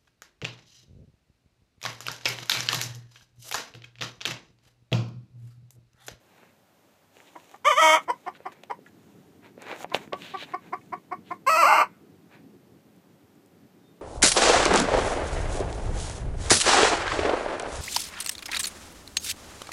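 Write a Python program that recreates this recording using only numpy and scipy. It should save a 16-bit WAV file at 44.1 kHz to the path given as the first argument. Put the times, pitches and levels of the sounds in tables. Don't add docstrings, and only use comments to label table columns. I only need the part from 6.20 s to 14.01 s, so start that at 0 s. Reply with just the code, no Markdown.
import sys
import numpy as np
from scipy import signal
from scipy.io import wavfile
from scipy.ndimage import uniform_filter1d

SR = 44100
rng = np.random.default_rng(int(sys.argv[2]) if len(sys.argv) > 2 else 0)


def materialize(psi):
    bounded = np.clip(np.atleast_2d(psi).T, -1, 1)
    quanta = np.round(bounded * 32767).astype(np.int16)
    wavfile.write(sys.argv[1], SR, quanta)


def ratio_of_db(decibels):
    return 10 ** (np.asarray(decibels, float) / 20)


N = 344421

# [f/Hz, density/dB]
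RUMBLE_SPECTRUM = [(18, -73), (30, -52.5), (53, -36.5), (83, -9), (177, 3.5), (439, -3), (590, -22),
                   (794, -20.5), (955, -28.5), (2500, -49), (3250, -65.5), (5500, -120)]
# [t/s, level/dB]
RUMBLE_SWELLS = [(0.0, -68), (1.1, -69), (1.72, -58.5), (2.05, -63), (2.7, -58.5), (3.15, -58), (3.87, -51),
                 (4.2, -56), (4.55, -52), (5.1, -56), (5.55, -53), (5.8, -56.5), (7.81, -58)]
# [f/Hz, width/Hz, level/dB]
ENGINES = [(100, 25, 4), (167.6, 8.3, 4), (208, 8.3, 3.5), (285, 30, 4.5)]
# [f/Hz, density/dB]
HISS_SPECTRUM = [(18, -57.5), (30, -31), (53, -24.5), (97, 1), (133, -13), (168, -2.5), (197, -13),
                 (479, -9), (546, 1), (656, -4), (767, -2.5), (852, -6.5), (2550, -14), (15500, -26)]
# [t/s, length/s, f/Hz, level/dB]
SONGBIRD = (7.615, .13, 3640, -69)

# [peak t/s, level/dB, rise over the last 10 dB/s, fall by 10 dB/s]
SHUFFLES = [(.1, -77, .2, .25), (.7, -78, .25, .25), (.976, -67, .05, 0.22), (1.208, -67, 0.15, 0.12),
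            (1.322, -66, 0.11, .07), (1.835, -62, .03, .015), (2.0, -72, 0.2, 0.13),
            (2.326, -63, .008, .012), (2.436, -56, .002, .005), (2.67, -70, .02, .03), (2.95, -75, .3, .3),
            (3.635, -51, .06, 0.0062), (3.758, -48, 0.0174, 0.0167), (3.8, -64, 0.05, .08),
            (3.994, -63, 0.04, 0.1), (4.27, -71, .02, .06), (4.55, -74, .15, .35),
            (5.116, -68, 0.03, -0.05)]
SCRATCHES = [(1.078, -60, .012, .02), (2.162, -58.5, .02, .012), (2.508, -63.5, 0.014, .02),
             (3.748, -33.5, .008, .006), (4.055, -48, 0.046, .12), (4.228, -42, .06, .022),
             (5.08, -61, 0.028, .03)]
FLUFFS = [(.226, -72, .12, 0.086), (2.084, -64, .03, .012), (2.3, -71, .15, .15),
          (3.252, -65, 0.024, 0.046), (3.43, -59, 0.037, .1), (3.522, -49.5, 0.069, .04),
          (3.72, -64, .035, .02), (3.768, -52, .01, .025), (3.82, -62, 0.025, 0.037),
          (4.3, -63, 0.042, .06), (4.46, -69, .06, 0.05), (6.135, -64, .03, .06)]
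# [crisp top/dB, feathers/dB, dull body/dB]
RUSTLE_MIX = [(1, -0.5, 5.5), (-16, -3.5, -9.5), (-11, 7, 8)]
# [f/Hz, level/dB]
CRISP = [(4000, -24), (5600, -5), (6800, 0.5), (8500, -6.5), (11000, -10), (15000, -10)]

# [t/s, level/dB, f/Hz, t60/s]
THUDS = [(.232, -49.5, 392, .05), (0.969, -48, 476, .03), (2.151, -45.5, 1480, .06),
         (2.204, -39.5, 490, .04), (2.32, -44.5, 1550, 0.046), (2.436, -39, 690, .03),
         (2.59, -41, 440, .05), (2.663, -39.5, 1693, 0.052), (2.777, -54, 264, .04),
         (3.378, -35.5, 474, .04), (3.421, -39, 720, .03), (3.515, -32.5, 780, .03), (3.528, -31, 476, .05),
         (3.606, -35, 700, .04), (3.645, -19, 700, 0.014), (3.7463, -7, 606, 0.0081),
         (3.876, -38.5, 273, .05), (3.932, -16.5, 590, 0.022), (4.225, -31.5, 598, 0.032),
         (4.612, -50, 2220, .06)]
# [t/s, level/dB, f/Hz]
TICKS = [(.232, -48, 1500), (0.969, -44.5, 2500), (1.003, -41, 2100), (1.2, -46, 2600),
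         (2.151, -46.5, 2500), (2.163, -50, 3670), (2.204, -50, 1800), (2.32, -47, 3000),
         (2.436, -37, 2800), (2.663, -55, 3000), (3.378, -49.5, 1790), (3.421, -34, 7500),
         (3.515, -27, 2500), (3.528, -33, 1500), (3.606, -38.5, 1500), (3.645, -32.5, 2136),
         (3.701, -44, 4500), (3.7462, -11, 2805), (3.876, -44, 1900), (3.932, -23, 2920),
         (4.021, -30, 2770), (4.225, -45.5, 3200), (6.763, -54, 9500), (7.155, -58, 8000),
         (7.261, -49, 9000)]
PLANK = [(.84, .35), (1, .7), (1.14, .4)]
# [f/Hz, level/dB, t60/s]
BOX = [(760, -4, .1), (1000, -2, .12), (1140, 0, .12)]

# [t/s, effort level/dB, length/s,
# first pitch f/Hz, last pitch f/Hz]
CLUCKS = [(1.15, -38, 0.021, 286, 337), (1.338, -38, 0.014, 398.3, 428), (1.874, -26, 0.03, 286.4, 368),
          (1.89, -17.5, .024, 425, 513.5), (2.059, -26.5, 0.036, 309, 384.5),
          (2.251, -29.5, 0.032, 350, 386.6), (2.496, -29.5, 0.016, 403, 426), (2.506, -24, 0.014, 456, 482),
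          (3.714, -32, 0.023, 357, 356), (3.921, -28, 0.033, 370.5, 369.7),
          (4.136, -27.5, 0.033, 379, 376.3), (4.333, -22.5, 0.0234, 321, 373),
          (4.521, -23, 0.028, 282, 377), (4.719, -25, .029, 292, 372), (4.91, -25, 0.033, 310, 375.3),
          (5.101, -25, 0.03, 278, 368.6)]
# [f/Hz, level/dB]
BEAK_AJAR = [(150, -12.5), (450, -8.5), (760, -1), (1000, 3), (1500, -16.5), (2100, -11), (2650, -35.5),
             (3100, -20), (3700, -46.5), (5200, -37), (6800, -40.5), (8200, -46), (9000, -52), (15000, -55)]
# [f/Hz, level/dB]
BEAK_SHUT = [(150, -34), (360, -11.5), (760, -7), (1080, 0.5), (1450, -17.5), (1850, -18.5), (2150, -12.5),
             (2650, -37.5), (3500, -44), (4900, -44.5), (8000, -56.5), (15000, -64.5)]
# [f/Hz, width/Hz, level/dB]
PIPE_SHUT = [(3650, 800, -10.5), (4897, 500, 5), (7000, 1400, -11.5), (8100, 450, 10.5)]

# [t/s, effort level/dB, pitch f/Hz]
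SQUAWKS = [
    [(1.443, -19.5, 474.3), (1.474, -14.5, 589.6), (1.491, -18, 626), (1.509, -18, 590.2),
     (1.522, -19, 490.3), (1.556, -30, 504.7), (1.584, -14.5, 615.3), (1.601, -13.5, 667),
     (1.75, -15, 670.6)],
    [(5.262, -16, 495), (5.289, -19, 558), (5.298, -15.5, 648), (5.363, -15.5, 633.7), (5.383, -17, 686.3),
     (5.415, -13.5, 662), (5.444, -18, 525.3), (5.47, -14.5, 711.6), (5.608, -16.5, 750)],
]
# [t/s, pitch drop 0-1, second membrane 0-1, roughness after 0-1, at the end 0-1]
BREAKS = [
    (1.603, .063, 0, .1, .13),
    (5.47, .155, 1, .26, .42),
]
# [from t/s, pairs 0-1, fours 0-1]
PAIRING = [
    (1.612, .7, .18),
    (5.352, .25, 0),
]
# [clear level/dB, broken level/dB]
SQUAWK_TREBLE = [(-2, 1.49), (2, -1.5)]
# [f/Hz, level/dB]
BEAK_OUT = [(150, -46), (310, -20.5), (620, -5.5), (1280, 3), (1650, -17), (2220, 0), (2620, -27.5),
            (3020, -9), (3500, -15), (4700, -30.5), (6200, -22.5), (8700, -29), (10000, -32.5),
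            (15000, -40.5)]
# [f/Hz, level/dB]
BEAK_IN = [(150, -50), (310, -18.5), (640, -9), (1100, 4.5), (1500, -7), (1780, -20.5), (2100, -10),
           (2800, -13.5), (3300, -23.5), (4350, -24.5), (7200, -36.5), (7900, -26), (9000, -40.5),
           (12000, -36.5)]
# [f/Hz, width/Hz, level/dB]
PIPE_OUT = [(4020, 590, -27), (6140, 170, 6), (7000, 270, -9), (8650, 610, -12.5), (9300, 280, -11),
            (11300, 600, -33), (11950, 150, -14), (14050, 300, -13)]
PIPE_IN = [(3577, 720, -36), (5350, 140, 0), (6100, 210, 7.5), (6700, 250, -8.5), (9950, 600, -27.5),
           (11330, 150, -18.5), (12460, 500, -9.5), (14900, 600, -21.5)]


def evened(x):
    return x / np.sqrt(np.mean(x ** 2) + 1e-20)


def read(points, hz):
    f, value = np.transpose(points)
    return np.interp(np.log(hz + 1), np.log(f + 1), value)


def add(mix, s, sound):
    part = mix[round(s * SR):][:len(sound)]
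    part += sound[:len(part)]


def colour(x, points, peaks=()):
    hz = abs(np.fft.fftfreq(4096, 1 / SR))
    db = read(points, hz)
    for f, width, top_db in peaks:
        db = db + top_db * np.exp(-(2 * (hz - f) / width) ** 2)
    taps = np.fft.ifft(np.exp(np.conj(signal.hilbert(np.log(ratio_of_db(db)))))).real[:2048]
    return signal.oaconvolve(x, taps)[:len(x)]


def band(x, lo_hz, hi_hz):
    return evened(signal.sosfilt(signal.butter(3, [lo_hz, hi_hz], "band", fs=SR, output="sos"), x))


def background():
    t = np.arange(N) / SR
    lumps = uniform_filter1d(rng.standard_normal(N), size=2000)
    lumps = evened(uniform_filter1d(lumps, size=2000))
    rumble_db = np.interp(t, *np.transpose(RUMBLE_SWELLS)) + 1.0 + 2.4 * lumps
    rumble = ratio_of_db(rumble_db) * evened(colour(rng.standard_normal(N), RUMBLE_SPECTRUM, ENGINES))
    hiss = evened(colour(rng.standard_normal(N), HISS_SPECTRUM, [(13400, 2600, 6.1)]))
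    out = rumble + ratio_of_db(-65) * hiss
    s, length, hz, db = SONGBIRD
    u = np.arange(0, length, 1 / SR)
    add(out, s, ratio_of_db(db) * np.sin(np.pi * u / length) * np.sin(2 * np.pi * hz * u))
    return out


def shavings():
    crackle = ratio_of_db(4.3 * np.minimum(rng.exponential(1, N), 5)) * (rng.random(N) < .03)
    grains = rng.standard_normal(N) * (1 + crackle)
    scrape = band(grains, 2610, 4100)
    top = evened(colour(grains, CRISP))
    feathers = band(grains, 1500, 2500)
    body = band(grains, 255, 1040)
    out, t = np.zeros(N), np.arange(0, N / SR, .001)
    for rows, (top_db, feathers_db, body_db) in zip((SHUFFLES, SCRATCHES, FLUFFS), RUSTLE_MIX):
        swells = [ratio_of_db(db - 10 * np.maximum((s - t) / rise, (t - s) / fall) ** 2)
                  for s, db, rise, fall in rows]
        swell = np.interp(np.arange(N) / SR, t, np.max(swells, axis=0))
        rustle = scrape + ratio_of_db(top_db) * top + ratio_of_db(feathers_db) * feathers + ratio_of_db(body_db) * body
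        out += swell * rustle
    return out


def knocks():
    out, t = np.zeros(N), np.arange(SR // 8) / SR
    for s, db, hz, t60 in THUDS:
        thud = ratio_of_db(db - 60 * t / t60) * (1 - np.exp(-t / 0.00036))
        add(out, s, thud * sum(np.sin(2 * np.pi * hz * near * t) * share for near, share in PLANK))
    for s, db, hz in TICKS:
        tick = np.exp(-t * hz * 1.41) * np.sin(2 * np.pi * hz * t) * (1 - np.exp(-t * hz * 3))
        add(out, s, -ratio_of_db(db + 13) * tick)
    return out


def coop(x):
    t = np.arange(SR // 2) / SR
    modes = sum(ratio_of_db(db - 60 * t / t60) * np.sin(2 * np.pi * hz * t) for hz, db, t60 in BOX)
    modes *= ratio_of_db(-29) / np.linalg.norm(modes)
    taps = rng.choice([-1., 1.], len(t)) * (rng.random(len(t)) < .05) * (t > .003)
    wood = taps * ratio_of_db(-60 * t / 0.11)
    shed = ratio_of_db(-57.5) * band(taps, 1300, 2600) * ratio_of_db(-60 * t / 0.53)
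    tail = wood + shed
    return signal.oaconvolve(x, modes + ratio_of_db(-6.5) * tail / np.linalg.norm(tail))[:N]


def voice(hz, pairing, rough, treble_db, beak, pipe=(), share=0., second_hz=0., fours=0.):
    wobble, air, size = rng.standard_normal((3, SR // 2))[:, :len(hz)]
    jitter = .2 * rough * evened(uniform_filter1d(wobble, size=90))
    turns = np.cumsum(hz * (1 + jitter)) / SR
    phase = [np.pi * k * turns + .06 * k ** 2 for k in range(56)]
    lines = [np.sin(p) * (k * hz < 31200) / 4 for k, p in enumerate(phase)]
    pulses = sum(lines[2::2]) + pairing * sum(lines[1::2])
    pulses *= 1 + fours * np.sin(np.pi * turns / 2)
    other = 2 * np.pi * np.cumsum(second_hz + 0 * hz) / SR
    second = sum(np.sin(p + other) for p in phase[:40:2]) / 4
    pulses += share * (second - .6 * pulses)
    pulses *= 1 + .9 * rough * size[np.round(turns).astype(int)]
    puffs = evened((0.63 + np.exp(-(turns % 1) / .3)) * air)
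    source = pulses + .7 * rough * puffs
    split = signal.butter(4, 3800, "high", fs=SR, output="sos")
    source += signal.sosfiltfilt(split, ratio_of_db(treble_db) * (source + .4 * puffs) - source)
    return evened(colour(source, beak, pipe))


def clucks():
    out = np.zeros(N)
    for s, db, length, first_hz, last_hz in CLUCKS:
        u = np.arange(0, 1, 1 / (length * SR))
        hz = first_hz + (last_hz - first_hz) * np.sin(np.pi / 2 * np.minimum(1.3 * u, 1))
        shape = np.sin(np.pi * u ** (0.76 * (last_hz / first_hz) ** 1.9))
        shape **= 1.35
        ajar = s < 3
        beak = BEAK_AJAR if ajar else BEAK_SHUT
        rough = .1 + .02 * (-22 - db) + .14 * ajar
        treble_db = 5 - 14 * (1 - shape) + .5 * (db + 25.5)
        add(out, s, ratio_of_db(db - 3) * shape * voice(hz, .05, rough, treble_db, beak, PIPE_SHUT))
    return out


def squawks():
    attack_s, break_s, release_s = .013, .018, .042
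    clear_pairing, clear_rough = .04, .06
    out = np.zeros(N)
    for rows, breaking, pairing, treble, beak, pipe in zip(
            SQUAWKS, BREAKS, PAIRING, SQUAWK_TREBLE, (BEAK_OUT, BEAK_IN), (PIPE_OUT, PIPE_IN)):
        at, drop, share, rough, tired = breaking
        pair_s, pairs, fours = pairing
        clear_db, broken_db = treble
        s, *columns = np.transpose(rows)
        t = np.arange(s[0], s[-1] + release_s, 1 / SR)
        db, hz = (uniform_filter1d(np.interp(t, s, c), size=250) for c in columns)
        attack = np.maximum(1 - (t - s[0]) / attack_s, 0)
        late = np.maximum(t - at, 0)
        broken = np.minimum(late / break_s, 1)
        paired = np.clip((t - pair_s) / break_s, 0, 1)
        release = np.maximum(t - s[-1], 0) / release_s
        second_hz = 828 + 500 * late + 45.05 * np.sin(2 * np.pi * 18 * (late - .015))
        second_share = share * broken * np.exp(-(late / .13) ** 2)
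        pitch = hz * (1 - drop * broken) * (1 - .2 * release)
        pair_depth = clear_pairing + (pairs - clear_pairing) * paired
        rasp = clear_rough + (rough - clear_rough) * broken + (tired - rough) * late / (s[-1] - at)
        rasp = rasp + .25 * attack + .65 * np.sqrt(release)
        treble_db = clear_db + (broken_db - clear_db) * broken
        treble_db = treble_db + .4 * (-16 - db) - 10 * release
        sound = voice(pitch, pair_depth, rasp, treble_db, beak, pipe,
                      second_share, second_hz, fours * paired)
        db = db - 18 * attack - 30 * release ** 1.5
        add(out, s[0], ratio_of_db(db) * signal.windows.tukey(len(t), .03) * sound)
    return out


def scene():
    no_bass = signal.butter(2, 130, "high", fs=SR, output="sos")
    bird, hits = signal.sosfilt(no_bass, [clucks() + squawks(), knocks()])
    return (bird + hits + coop(bird + .5 * hits) + shavings() + background())[None]


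def band_limit(x):
    return signal.sosfilt(signal.butter(12, 15700, fs=SR, output="sos"), x)


def record(dry):
    cut = signal.sosfilt(signal.butter(2, 24, "high", fs=SR, output="sos"), dry)
    edge = signal.firwin(511, 15400, window=("kaiser", 9), fs=SR)
    return band_limit(signal.oaconvolve(cut, edge[None], "same"))


dry = scene()
out = record(dry)
materialize(out)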